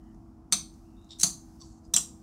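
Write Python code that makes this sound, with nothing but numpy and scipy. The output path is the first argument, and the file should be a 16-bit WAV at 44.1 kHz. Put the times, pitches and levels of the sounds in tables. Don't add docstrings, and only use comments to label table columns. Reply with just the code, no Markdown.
import sys
import numpy as np
from scipy import signal
from scipy.fft import rfft, irfft, next_fast_len
from scipy.io import wavfile
from scipy.ndimage import uniform_filter1d, map_coordinates

SR = 44100
rng = np.random.default_rng(int(sys.argv[2]) if len(sys.argv) > 2 else 0)


def int16_out(signal):
    q = np.round(np.clip(np.atleast_2d(signal).T, -1, 1) * 32767)
    wavfile.write(sys.argv[1], SR, q.astype(np.int16))


def level_to_linear(level):
    exponent = np.asarray(level, float) / 20
    return 10 ** exponent


N = 97946

# f/Hz, level/dB
RUMBLE_SPECTRUM = [(12, -38.5), (20, -22), (43, 8), (162, -5.5), (225, 3), (295, -12.5), (330, -6),
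                   (354, -13), (600, -32.5), (780, -49), (1320, -120)]
# f/Hz, level/dB
AIR_SPECTRUM = [(320, -48.5), (550, -16.5), (714, 1.5), (1310, -8), (2200, -40), (2860, -72.5),
                (4840, -120)]
# f/Hz, width/Hz, level/dB
MOTOR_BANDS = [
    (325.4, 5.3, -58),
    (250.8, 8.8, -63),
    (678, 62, -74),
    (55.5, 10, -86.5),
]
# f/Hz, width/Hz, level/dB
LATE_TONE = (481, 9, -68)
LATE_TONE_S = (1.78, 1.9, 2.05, 2.2)
# f/Hz, level/dB
RUSTLE_SPECTRUM = [(880, -32), (1500, -1), (2060, -9), (2660, -11.5), (3590, -12.5), (5170, 0),
                   (16000, -13)]
# t/s, level/dB
STIR_LEVEL = [(0, -80), (.22, -78), (.35, -82.5), (.5, -82), (.75, -71), (1, -76.5), (1.55, -70.5),
              (1.8, -79), (2.2, -73)]
# t/s, rise/s, fade/s, level/dB
BRUSHES = [
    (1.58, .07, .26, -64),
    (1.82, .03, .08, -77),
    (1.17, .027, .01, -60),
    (1.925, .01, .004, -66),
    (.513, .006, .006, -56),
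]
# f/Hz, width/Hz, level/dB
BRUSH_MODES = [(4400, 300, -6), (6100, 1200, 0), (7320, 3200, -3.5)]
# from t/s, to t/s, from f/Hz, to f/Hz, level/dB
SQUEAK_GLIDES = [
    (.96, 1.09, 3650, 3880, -75),
    (.84, 1.1, 2700, 2750, -85),
    (1.83, 1.875, 5000, 5000, -74),
    (0, .16, 1850, 1850, -80),
    (0, .13, 3000, 3000, -86),
]
# t/s, f/Hz, level/dB, T60/s, rise/s
BOARD_TAPS = [
    (.5235, 1270, -33, .07, .003),
    (1.609, 1150, -39, .075, .012),
    (1.724, 800, -47, .075, .012),
    (1.968, 1150, -36, .07, .006),
    (1.852, 235, -45, .12, .012),
    (1.872, 200, -45, .12, .012),
]
# f/Hz, width/Hz, level/dB
BOARD_MODES = [(120, 40, 0), (192.8, 46.8, 4.5), (699, 21, -3), (1130, 234, -8)]
# f/Hz, T60/s
ROOM_T60 = [(200, 0.63), (1500, 0.22), (4500, 0.26), (8000, 0.24), (14000, 0.25)]
# f/Hz, level/dB
CRACK_SPECTRUM = [(350, -56.5), (600, -32), (698, -27), (869, -20), (2830, -16), (3120, -14), (5330, -15),
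                  (7410, 0.5), (16000, -29.5)]
# t/s, peak level/dB, burst/s, board level/dB
TICK_HITS = [(.039, -64, .0012, -95), (.146, -59, .0012, -95), (.739, -55, .0015, -95),
             (1.014, -60, .001, -95), (1.044, -57, .002, -95), (1.851, -57, .0015, -95)]
# t/s, peak level/dB, burst/s, board level/dB
SLIDE_HITS = [(1.088, -53.5, 0.0054, -80), (1.097, -50, 0.0026, -87), (1.1035, -37, 0.0057, -89),
              (1.1150, -38, 0.0033, -83), (1.120, -40.5, 0.0085, -78), (1.128, -44.5, 0.0046, -78),
              (1.143, -56, 0.0045, -87), (1.156, -53, 0.007, -81.5)]
# t/s, peak level/dB, burst/s, board level/dB
NUDGE_HITS = [(1.594, -51.5, 0.013, -69), (1.604, -48, 0.0029, -66), (1.612, -39.5, 0.003, -75.5),
              (1.618, -38.5, 0.0031, -71.5)]
# t/s, peak level/dB, burst/s, board level/dB
RATTLE_HITS = [(1.184, -41.5, 0.0067, -80.5), (1.192, -33.5, 0.0046, -81.5), (1.196, -21.5, 0.0036, -77),
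               (1.202, -25, 0.011, -77.5), (1.210, -23.5, 0.0027, -67), (1.2152, -17.5, 0.00099, -60.5),
               (1.221, -28, 0.001, -72.5)]
# t/s, peak level/dB, burst/s, board level/dB
FIRST_HITS = [
    (.5232, -6.5, 0.0011, -27.5),
    (.5248, -12, 0.0014, -39),
    (.5272, -10.5, 0.0026, -30),
    (.530, -15.5, 0.0059, -34.5),
    (.534, -18.5, 0.00092, -44.5),
    (.542, -22, 0.002, -49),
]
# t/s, peak level/dB, burst/s, board level/dB
SECOND_HITS = [
    (1.2305, -15.5, .001, -59.5),
    (1.2316, -4, .0024, -46.5),
    (1.2370, -7, 0.0025, -25),
    (1.2425, -16.5, 0.0023, -28.5),
]
# t/s, peak level/dB, burst/s, board level/dB
THIRD_HITS = [
    (1.9366, -13.5, 0.002, -36),
    (1.9388, -8.5, 0.0018, -32),
    (1.9435, -17.5, 0.00184, -30.5),
    (1.947, -20, 0.0022, -55),
]
# t/s, peak level/dB, burst/s, board level/dB
SETTLE_HITS = [
    (1.9620, -4, 0.0024, -39.5),
    (1.9662, -17, 0.0018, -40.5),
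    (1.9715, -20, 0.0023, -36),
    (1.979, -19, .003, -39.5),
]
# t/s, peak level/dB, burst/s, board level/dB
TILT_HITS = [
    (1.9645, -26, 0.004, -55),
    (1.9685, -21, 0.004, -60),
]
# f/Hz, width/Hz, level/dB
TICK_MODES = [(6160, 280, 6.5), (8070, 700, 2.5), (10400, 900, -13)]
# f/Hz, width/Hz, level/dB
SLIDE_MODES = [(3650, 49, 2), (3670, 33, 14.5), (5470, 130, 0), (5930, 40, -2), (7060, 69, -5),
               (8400, 70, -5)]
# f/Hz, width/Hz, level/dB
NUDGE_MODES = [(3590, 45, -3.5), (4570, 19, 10), (5640, 50, 8), (6350, 100, -0.5), (7900, 45, 1.5)]
# f/Hz, width/Hz, level/dB
RATTLE_MODES = [(3935, 15, 1.5), (4260, 87, -10), (5240, 59, -1), (5900, 270, 2.5), (6490, 60, 7),
                (7200, 120, -3), (8140, 52, 4), (9130, 120, -2.5), (10300, 120, -6), (11000, 140, -15.5),
                (14300, 46, -23)]
# f/Hz, width/Hz, level/dB
FIRST_MODES = [(1390, 31, -13.5), (2148, 38, -9), (3680, 45, -0.5), (4160, 66, 1), (4560, 37, 4),
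               (4950, 51, -5.5), (6146, 41, 5), (6600, 190, -12), (8160, 110, -3), (8430, 45, 5),
               (9260, 66, -2), (9470, 34, -6.5), (12670, 70, -19)]
# f/Hz, width/Hz, level/dB
SECOND_MODES = [(3570, 90, -20.5), (4160, 53, -0.5), (4520, 54, 0.5), (5920, 62, 1.5), (6340, 53, 6.5),
                (7220, 58, -2.5), (7800, 26, -9.5), (8600, 60, -1.5), (9100, 70, -5), (9860, 120, -5),
                (10960, 150, -13.5), (12600, 150, -15)]
# f/Hz, width/Hz, level/dB
THIRD_MODES = [(3560, 42, -4.5), (4030, 20, -1.5), (5030, 74, -10.5), (5770, 26, 9.5), (6170, 66, 0),
               (7400, 39, -0.5), (8620, 130, -2), (8800, 54, -10), (11800, 214, -20)]
# f/Hz, width/Hz, level/dB
SETTLE_MODES = [(1434, 14, -17), (3860, 70, -14), (5260, 120, -1), (5720, 93, 3.5), (7520, 85, 10),
                (7910, 82, 8.5), (8200, 72, 6), (9330, 35, -1.5), (10340, 64, -27.5), (13500, 55, -21.5)]
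# f/Hz, width/Hz, level/dB
TILT_MODES = [(2650, 60, -9), (3200, 55, 0)]
# f/Hz, width/Hz, level/dB
FIRST_RIM = [(3660, 25, -11.5), (4640, 60, -3), (6100, 60, 4.5), (8180, 50, -2.5), (9100, 60, -7.5)]
# f/Hz, width/Hz, level/dB
SECOND_RIM = [(4760, 50, -11), (6270, 40, -1.5), (6350, 45, 3.5), (7200, 57, -7), (6820, 40, -10)]
# f/Hz, width/Hz, level/dB
SETTLE_RIM = [(4800, 23, 0.5), (5770, 30, -13), (7230, 40, -5.5), (7730, 50, -5.5), (8500, 84, 6.5)]

RUMBLE_DB, AIR_DB, BRUSH_DB = -52, -68.5, 2.5
SNAP_DB, JOSTLE_DB, RUB_DB = -8.5, -18, -24
DAMPING, SPREAD = 5, 1.4
RING_SEND_DB, KNOCK_SEND_DB, WASH_DB, RIM_DB = -6, 1.5, 2, -11
TILT_WET_DB = -7
ROOM_DB, FAR_DB, FAR_T60_TIMES, WALL_S = -6.5, -35, 3.2, 0.0043


def unit(x):
    return x / np.sqrt(np.mean(x ** 2) + 1e-20)


def peak(x):
    return x / np.abs(x).max()


def along(points, hz):
    f, v = np.transpose(points)
    return np.interp(np.log(hz + 1), np.log(f + 1), v)


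def wobble(rate_hz):
    knots = rng.standard_normal(int(N * rate_hz / SR) + 4)
    return map_coordinates(knots, [np.arange(N) * rate_hz / SR])


def filtered(x, response):
    m = next_fast_len(len(x) + 8192)
    return irfft(rfft(x, m) * response(np.fft.rfftfreq(m, 1 / SR)), m)[:len(x)]


def spectrum(points):
    return lambda f: level_to_linear(along(points, f))


def body(modes, widen=1):
    def response(f):
        total = 0
        for k, (hz, width_hz, db) in enumerate(modes):
            loss = 1j * f * width_hz * widen
            total = total + (-1) ** k * level_to_linear(db) * loss / (hz * hz - f * f + loss)
        return total
    return response


def noise(response):
    return unit(filtered(rng.standard_normal(N), response))


def soft(f):
    return 1 / (1 + (f / 9400) ** 6)


def drone(hz, width_hz, db):
    phase = 2 * np.pi * np.cumsum(hz + width_hz * wobble(30)) / SR
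    return level_to_linear(db + 1.6 * wobble(11)) * np.sqrt(2) * np.sin(phase)


def cooler():
    out = level_to_linear(RUMBLE_DB + 1.8 * wobble(11)) * noise(spectrum(RUMBLE_SPECTRUM))
    out += level_to_linear(AIR_DB + 0.35 * wobble(1.2) + 0.27 * wobble(6.5)) * noise(spectrum(AIR_SPECTRUM))
    out += drone(*LATE_TONE) * np.interp(np.arange(N) / SR, LATE_TONE_S, [0, 1, 1, .2])
    hum, *bands = MOTOR_BANDS
    out += drone(*hum)
    for hz, width_hz, db in bands:
        out += level_to_linear(db + 0.34 * wobble(11)) * noise(body([(hz, width_hz, 0)]))
    return out


def rustle():
    level_db = np.interp(np.arange(N) / SR, *np.transpose(STIR_LEVEL))
    return level_to_linear(level_db + wobble(9.1)) * noise(spectrum(RUSTLE_SPECTRUM))


def brush():
    t, rub = np.arange(N) / SR, np.zeros(N)
    for s, rise, fade, db in BRUSHES:
        rub += level_to_linear(db) * np.interp(t, [s, s + rise, s + rise + fade], [0, 1, 0]) ** 2
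    return rub * level_to_linear(BRUSH_DB + 1.2 * wobble(90)) * noise(lambda f: body(BRUSH_MODES)(f) * soft(f))


def squeak():
    t, out = np.arange(N) / SR, np.zeros(N)
    for start, end, hz0, hz1, db in SQUEAK_GLIDES:
        phase = 2 * np.pi * np.cumsum(np.interp(t, [start, end], [hz0, hz1])) / SR
        gate = np.clip(np.minimum(t - start, end - t) / .012, 0, 1)
        out += level_to_linear(db) * gate * ((.6 + wobble(400)) * np.sin(phase) + wobble(400) * np.cos(phase))
    return out


def tap():
    sag_per_s = 2.2
    out = np.zeros(N)
    for s, hz, db, t60, rise in BOARD_TAPS:
        t = np.clip(np.arange(N) / SR - s, 0, .2)
        envelope = level_to_linear(db - 60 * t / t60) * (1 - np.exp(-t / rise)) ** 2
        out += envelope * np.sin(2 * np.pi * hz * t * (1 - sag_per_s * t))
    return out


def room(x):
    hz, t, z = signal.stft(rng.standard_normal(len(x)), SR, nperseg=256)
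    t60 = along(ROOM_T60, hz)[:, None]
    decay = level_to_linear(-60 * t / t60) + level_to_linear(FAR_DB - 60 * t / t60 / FAR_T60_TIMES)
    tail = signal.istft(z * decay, SR, nperseg=256)[1]
    late = np.pad(x, (round(WALL_S * SR), 0))
    return level_to_linear(ROOM_DB) * signal.fftconvolve(late, tail / np.linalg.norm(tail))[:len(x)]


def scrape(length_s, size):
    u = np.arange(2048) / (SR * 0.84 * length_s)
    shape = u ** 2 * np.exp(2 - 2 * u)
    force = shape * rng.standard_normal(len(u))
    for _ in range(6):
        z = rfft(force)
        force = shape * np.sign(irfft(z / (np.abs(z) + 1e-9)))
    z = rfft(force)
    even = irfft(z / np.sqrt(uniform_filter1d(np.abs(z) ** 2, size=9) + 1e-9))
    return np.pad(even * np.sqrt(shape), (0, size - len(u)))


def cap(contacts, modes, crack_db, colour=np.ones_like, rim=(), wet_db=0):
    out, size = np.zeros(N + SR), 5 * SR // 8
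    blow = np.zeros(size)
    blow[0] = 1

    def snap(f):
        return spectrum(CRACK_SPECTRUM)(f) * colour(f)

    def ring(f):
        return body(modes, DAMPING)(f) * colour(f)

    def blurred(f):
        return body(modes, DAMPING * SPREAD)(f) * colour(f)

    knock = peak(filtered(blow, body(BOARD_MODES)))
    wash = unit(filtered(blow, blurred))
    wash = wash + level_to_linear(crack_db + WASH_DB) * unit(filtered(np.roll(blow, 64), snap))
    if rim:
        wash = wash + level_to_linear(RIM_DB) * unit(filtered(blow, body(rim)))
    for s, db, length_s, knock_db in contacts:
        force = scrape(length_s, size)
        ringing = level_to_linear(db - 1) * peak(filtered(force, ring))
        crack = level_to_linear(db + crack_db) * peak(filtered(force, snap))
        board = level_to_linear(knock_db) * knock
        send = level_to_linear(RING_SEND_DB) * ringing + ringing.std() * wash + level_to_linear(KNOCK_SEND_DB) * board
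        out[round(s * SR):][:size] += ringing + crack + board + level_to_linear(wet_db) * room(send)
    return out[:N]


def caps():
    out = cap(TICK_HITS, TICK_MODES, SNAP_DB)
    out += cap(SLIDE_HITS, SLIDE_MODES, RUB_DB, soft)
    out += cap(NUDGE_HITS, NUDGE_MODES, RUB_DB, soft)
    out += cap(RATTLE_HITS, RATTLE_MODES, JOSTLE_DB)
    out += cap(FIRST_HITS, FIRST_MODES, SNAP_DB, rim=FIRST_RIM)
    out += cap(SECOND_HITS, SECOND_MODES, SNAP_DB, rim=SECOND_RIM)
    out += cap(THIRD_HITS, THIRD_MODES, SNAP_DB)
    out += cap(SETTLE_HITS, SETTLE_MODES, SNAP_DB, rim=SETTLE_RIM)
    return out + cap(TILT_HITS, TILT_MODES, RUB_DB, soft, wet_db=TILT_WET_DB)


def scene():
    return (cooler() + rustle() + brush() + squeak() + tap() + caps())[None]


def low_pass(x):
    return signal.sosfilt(signal.butter(12, 16980, fs=SR, output="sos"), x)


def record(dry):
    ceiling, top_hz = .8, 15900
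    x = dry[0] / (1 + np.abs(dry[0] / ceiling) ** 4) ** .25
    mix = filtered(x, lambda hz: 1 / (1 + (hz / top_hz) ** 120))[None]
    return low_pass(mix)


dry = scene()
out = record(dry)
int16_out(out)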